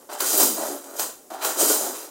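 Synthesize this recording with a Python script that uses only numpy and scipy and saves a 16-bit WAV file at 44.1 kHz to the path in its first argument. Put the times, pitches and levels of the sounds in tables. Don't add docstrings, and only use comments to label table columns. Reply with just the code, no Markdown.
import sys
import numpy as np
from scipy import signal
from scipy.fft import rfft, irfft
from scipy.io import wavfile

SR = 44100
rng = np.random.default_rng(int(sys.argv[2]) if len(sys.argv) > 2 else 0)


def bounce(signal):
    frames = np.transpose(np.atleast_2d(signal))
    limited = np.clip(frames, -1, 1)
    pcm = np.round(limited * 32767).astype(np.int16)
    wavfile.write(sys.argv[1], SR, pcm)


N = 92610
T = np.arange(N) / SR
HIT_HOLD_S = 0.0041


def from_db(db):
    return 10 ** (np.asarray(db) / 20)


def rms_one(x):
    return x / np.sqrt(np.mean(x ** 2) + 1e-20)


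def colour(x, tone):
    size = 4096
    hz, db = np.transpose(tone)
    log_pitch = np.log(np.fft.rfftfreq(size, 1 / SR) + 1)
    gain = rms_one(from_db(np.interp(log_pitch, np.log(hz), db)))
    cepstrum = irfft(np.log(gain))
    fold = 1 + np.sign(size / 2 - np.arange(size)) * (np.arange(size) > 0)
    response = irfft(np.exp(rfft(cepstrum * fold)))
    return signal.fftconvolve(x, response)[:N]


def keep_side(x, side, hz, order=2):
    return signal.sosfilt(signal.butter(order, hz, side, fs=SR, output="sos"), x)


def grains(per_s, spread_db):
    chance = np.clip(per_s / SR, 1e-5, 1)
    sizes = rms_one(from_db(spread_db * np.minimum(rng.exponential(1, N), 4)))
    return sizes * rng.choice([-1, 1], N) * (rng.random(N) < chance) / np.sqrt(chance)


def burst(start_s, rise_s, hold_s, fade_s):
    rise = np.clip((T - start_s) / rise_s, 0, 1)
    return rise * from_db(-60 * np.maximum(T - start_s - hold_s, 0) / fade_s)


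def resonate(x, hz, width_hz):
    return signal.lfilter(*signal.iirpeak(hz, hz / width_hz, fs=SR), x + 1e-18)


# pitch_hz, level_db
BACKGROUND_TONE = [(25, -19), (60, -23), (140, -22), (280, -1), (600, -4.5), (1200, -15.5), (2500, -26),
                   (4500, -23), (7000, -14.5), (15500, -17.5)]

def background():
    return from_db(-50.5) * colour(rng.standard_normal(N), BACKGROUND_TONE)


def tail(fade_s):
    t = T[:SR // 2]
    echoes = rng.standard_normal(len(t)) * (t > .006) * from_db(-60 * t / fade_s)
    return echoes / np.linalg.norm(echoes)


def wandering_tail(x, fade_s, spots=24):
    out, step = np.zeros(2 * N), N // (spots - 1)
    for spot in range(spots):
        start = max(spot - 1, 0) * step
        part = x[start:(spot + 1) * step]
        position = (start + np.arange(len(part))) / step
        share = np.sqrt(np.clip(1 - np.abs(position - spot), 0, 1))
        echoes = signal.fftconvolve(part * share, tail(fade_s))
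        out[start:start + len(echoes)] += echoes
    return out[:N]


def near_echoes(x, count=5):
    response = np.zeros(SR // 100)
    delays = (rng.uniform(.0008, .0045, count) * SR).astype(int)
    response[delays] = from_db(-7) * rng.choice([-1, 1], count) / np.sqrt(count)
    return x + signal.fftconvolve(keep_side(x, "high", 2500), response)[:N]


# pitch_hz, gain_db, width_hz
ROOM_NOTES = [(235.6, 5.5, 12), (286.3, -1.5, 13), (354, -2.5, 14.6), (408.7, -2, 12), (582, -14.5, 8.3),
              (770, -41, 8.3)]

def room(x, split_hz=6500, count=16):
    low, high = keep_side(x, "low", split_hz), keep_side(x, "high", split_hz)
    response = from_db(-7) * tail(fade_s=0.25)
    delays = (rng.uniform(.003, .022, count) * SR).astype(int)
    response[delays] += from_db(-16.5) * rng.choice([-1, 1], count) / np.sqrt(count)
    low_echoes = from_db(-7) * wandering_tail(low, fade_s=0.3)
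    heard = from_db(-1.57) * x + low_echoes + signal.fftconvolve(high, response)[:N]
    return heard + sum(from_db(db) * resonate(heard, hz, width) for hz, db, width in ROOM_NOTES)


# start_s, level_db
BOOMS = [(0.2, -62), (0.375, -59), (0.985, -61), (1.3, -80), (1.66, -87)]
# pitch_hz, level_db
BOOM_TONE = [(20, -2), (50, -22), (120, -0.5), (170, -6), (500, -29.5)]

def booms():
    level = sum(from_db(db) * burst(start, 0.0036, 0, fade_s=0.86) for start, db in BOOMS)
    return colour(level * rng.standard_normal(N), BOOM_TONE)


# start_s, swell_s, fine_db, rasp_db, fade_s
CRUNCHES = [(0.089, 0.051, -34.5, -42, 0.11), (0.8405, 0.0016, -38, -44, 0.025),
            (1.3014, 0.003, -41.5, -43, 0.066), (1.312, 0.032, -41.5, -44.5, 0.11),
            (1.406, 0.021, -48, -27.5, 0.38), (1.92, 0.029, -38, -39.5, 0.66)]
# pitch_hz, level_db
GRIT_TONE = [(400, -25), (1200, -21), (2000, -10.5), (2800, -5.5), (4000, -1.5), (5200, 1), (6800, 5.5),
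             (8200, 4.5), (9800, 2), (11300, 0), (14000, 1.5), (15800, -1.5)]
# pitch_hz, level_db
RASP_TONE = [(300, -28), (1000, 13), (1600, 3), (3500, 1.5), (6000, -1.5), (15000, -4.5)]

def crunches():
    fine = coarse = 0
    for start, swell_s, fine_db, rasp_db, fade_s in CRUNCHES:
        push = burst(start, swell_s, swell_s, fade_s)
        fine += from_db(fine_db) * push
        coarse += from_db(rasp_db) * push
    hiss = colour(fine * grains(per_s=2400, spread_db=4.5), GRIT_TONE)
    return hiss + colour(coarse * rng.standard_normal(N), RASP_TONE)


# start_s, length_s, level_db, pitch_hz
DIGS = [(0.0, 0.025, -53, 950), (0.086, 0.077, -34.5, 770), (0.561, 0.04, -32.5, 600),
        (0.608, 0.055, -32.5, 800), (0.699, 0.036, -36, 517), (1.299, 0.24, -37.5, 854),
        (1.772, 0.105, -35, 610)]
# pitch_hz, level_db
BASIN_TONE = [(100, -66), (200, -26), (280, 18), (450, 6.5), (700, 12.5), (1000, 8), (1450, 11),
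              (2100, 0.5), (5000, 8.5)]
# start_s, level_db, pitch_hz
KNOCKS = [(0.5795, -18.5, 614), (0.587, -23, 350), (0.6095, -21, 633), (0.622, -24, 590), (0.634, -19, 620),
          (0.6825, -21.5, 602), (0.701, -24, 363), (0.757, -29, 584), (1.3035, -35.5, 700),
          (1.316, -26, 707), (1.335, -31, 765), (1.344, -25, 766), (1.364, -33, 735), (1.808, -20.5, 596),
          (1.832, -27, 387), (1.865, -22, 560), (1.893, -28.5, 380)]
# pitch_ratio, level_db, fade_s
KNOCK_NOTES = [(0.53, -10, 0.028), (1, 0.5, 0.032), (1.55, -13.5, 0.044), (2.1, -29, 0.011)]

def basin():
    out = 0
    for start, length_s, db, hz in DIGS:
        stroke = burst(start, 0.011, length_s, fade_s=0.17)
        bumps = resonate(grains(per_s=850, spread_db=1), hz, width_hz=hz / 1.5)
        out += from_db(db) * stroke * rms_one(colour(bumps, BASIN_TONE))
    for start, db, hz in KNOCKS:
        for ratio, note_db, fade_s in KNOCK_NOTES:
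            ring = np.sin(2 * np.pi * hz * ratio * (T - start))
            level = from_db(db + note_db + rng.normal(0, 1.4))
            out += level * burst(start, 0.0014, 0.0022, fade_s) * ring
    return out


# start_s, thud_db, crumbs_db, pitch_hz
CLODS = [(0.375, -24, -11, 397), (0.3975, -19.5, -14, 650), (0.429, -19.5, -11.5, 291),
         (0.469, -29.5, -34, 243), (0.526, -29.5, -40, 228), (1.609, -18, -32, 540), (1.626, -25, -25, 395),
         (1.696, -23, -35, 386), (1.746, -35, -28, 395)]
# pitch_hz, level_db
CRUMB_TONE = [(2500, -34), (5500, -27), (7500, 2), (15000, 8.5)]

def clods():
    thuds = crumbs = 0
    for start, thud_db, crumbs_db, hz in CLODS:
        body = rms_one(resonate(grains(per_s=2500, spread_db=0), hz, width_hz=hz / 4))
        thuds += from_db(thud_db) * burst(start, 0.0024, 0, fade_s=0.095) * body
        crumbs += from_db(crumbs_db) * burst(start, 0.00069, HIT_HOLD_S, fade_s=0.05)
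    dull = keep_side(thuds, "low", 1400, order=3)
    return dull + colour(crumbs * rng.standard_normal(N), CRUMB_TONE)


def tinks(flow, per_s=1400, fade_s=0.028, tries=5000):
    out, t = np.zeros(N + SR), T[:SR // 10]
    for when, luck, pitch, size in rng.random((tries, 4)):
        if luck < per_s * N / SR / tries:
            start, hz = int(when * N), 6000 + 9500 * pitch
            level = flow[start] * from_db(3.75 + 5 * size - 60 * t / fade_s)
            out[start:start + len(t)] += level * np.sin(2 * np.pi * hz * t)
    overlap_scale = np.sqrt(4 * np.log(1000) / per_s / fade_s)
    return from_db(-11.5) * overlap_scale * out[:N]


# time_s, grit_db, lumps_db
SHOWERS = [
    [(0.22, -33, -34), (0.264, -24, -41), (0.346, -21.5, -32), (0.372, -22, -33), (0.41, -15, -29),
     (0.436, -19, -31.5), (0.55, -31.5, -42), (0.7, -34, -38), (0.82, -47, -49.5), (0.955, -45.5, -44.5),
     (0.97, -34, -58)],
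    [(1.56, -38.5, -40.5), (1.602, -17, -26.5), (1.626, -19.5, -31.5), (1.676, -22, -34.5),
     (1.7, -18, -28.5), (1.758, -24, -30.5), (1.784, -27, -42), (1.864, -29.5, -37.5), (1.926, -37.5, -43),
     (2.048, -43, -48.5), (2.1, -57, -54)],
]
# pitch_hz, level_db
LUMP_TONE = [(60, -50), (150, -67), (200, -27.5), (260, -6), (380, -0.5), (620, -1.5), (850, -7),
             (1400, -8), (2000, -21.5), (4000, -31.5)]

def showers(edge_s=0.0043, full_flow_db=-17.5, lump_boost_db=3):
    grit_flow = lump_flow = 0
    for rows in SHOWERS:
        times, grit_db, lumps_db = np.transpose(rows)
        falling = np.clip(1 + np.minimum(T - times[0], times[-1] - T) / edge_s, 0, 1)
        grit_flow += falling * from_db(np.interp(T, times, grit_db))
        lump_flow += falling * from_db(np.interp(T, times, lumps_db) + lump_boost_db)
    busy = (grit_flow / from_db(full_flow_db) + 0.0009) ** 0.65
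    grit = colour(grit_flow * grains(per_s=20000 * busy, spread_db=0.8), GRIT_TONE)
    grit += tinks(grit_flow)
    return grit + colour(lump_flow * grains(per_s=700, spread_db=1.5), LUMP_TONE)


# start_s, crack_db, spray_db, thud_db, pitch_hz, lead_in_s, spray_fade_s
SPLATS = [(0.204, -13.5, -23, -29, 1330, 0.047, 0.49), (0.994, -18, -20.5, -33, 840, 0.049, 0.35),
          (1.447, -17.5, -20.5, -26, 910, 0.06, 0.51)]
# pitch_hz, level_db
THUD_TONE = [(100, -38), (180, -14), (300, 12.5), (450, 13.5), (800, 6), (1050, -13.5), (1350, 9),
             (2000, -2.5), (4000, -5)]
# pitch_hz, level_db
SPRAY_TONE = [(200, -13), (1000, -0.5), (2200, -12.5), (3200, -9), (5000, -7), (7200, 0.5), (10000, -5),
              (15500, -5)]

def splats():
    spray = thuds = 0
    for start, _, spray_db, thud_db, hz, lead_in_s, spray_fade_s in SPLATS:
        strays = from_db(-4 - 30 * np.abs(start - T) / lead_in_s) * (T < start)
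        ring = resonate(grains(per_s=3800, spread_db=0.5), hz, width_hz=hz / 1.4)
        body = rms_one(colour(ring, THUD_TONE))
        spray += from_db(spray_db) * (strays + burst(start, 0.0012, 0, spray_fade_s))
        thuds += from_db(thud_db) * (strays + burst(start, 0.0013, HIT_HOLD_S, fade_s=0.38)) * body
    return thuds + colour(spray * grains(per_s=4500, spread_db=0.8), SPRAY_TONE)


# pitch_hz, level_db
CRACK_TONE = [(300, -23), (1200, 7.5), (2200, -9), (4500, 0.5), (7500, -5.5), (11000, -4.5), (15000, 4.5)]

def cracks():
    level = sum(from_db(db) * burst(start, 0.00097, HIT_HOLD_S, fade_s=0.01) for start, db, *_ in SPLATS)
    return colour(level * rng.standard_normal(N), CRACK_TONE)


def scene():
    hits = cracks() + near_echoes(splats() + showers() + clods() + basin() + crunches())
    hits = keep_side(hits, "high", 211, order=6)
    mono = room(hits + booms()) + background()
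    return np.array([mono, mono])


def record(dry, cutoff_hz=15800):
    return signal.sosfilt(signal.ellip(12, .1, 80, cutoff_hz, fs=SR, output="sos"), dry)


dry = scene()
out = record(dry)
bounce(out)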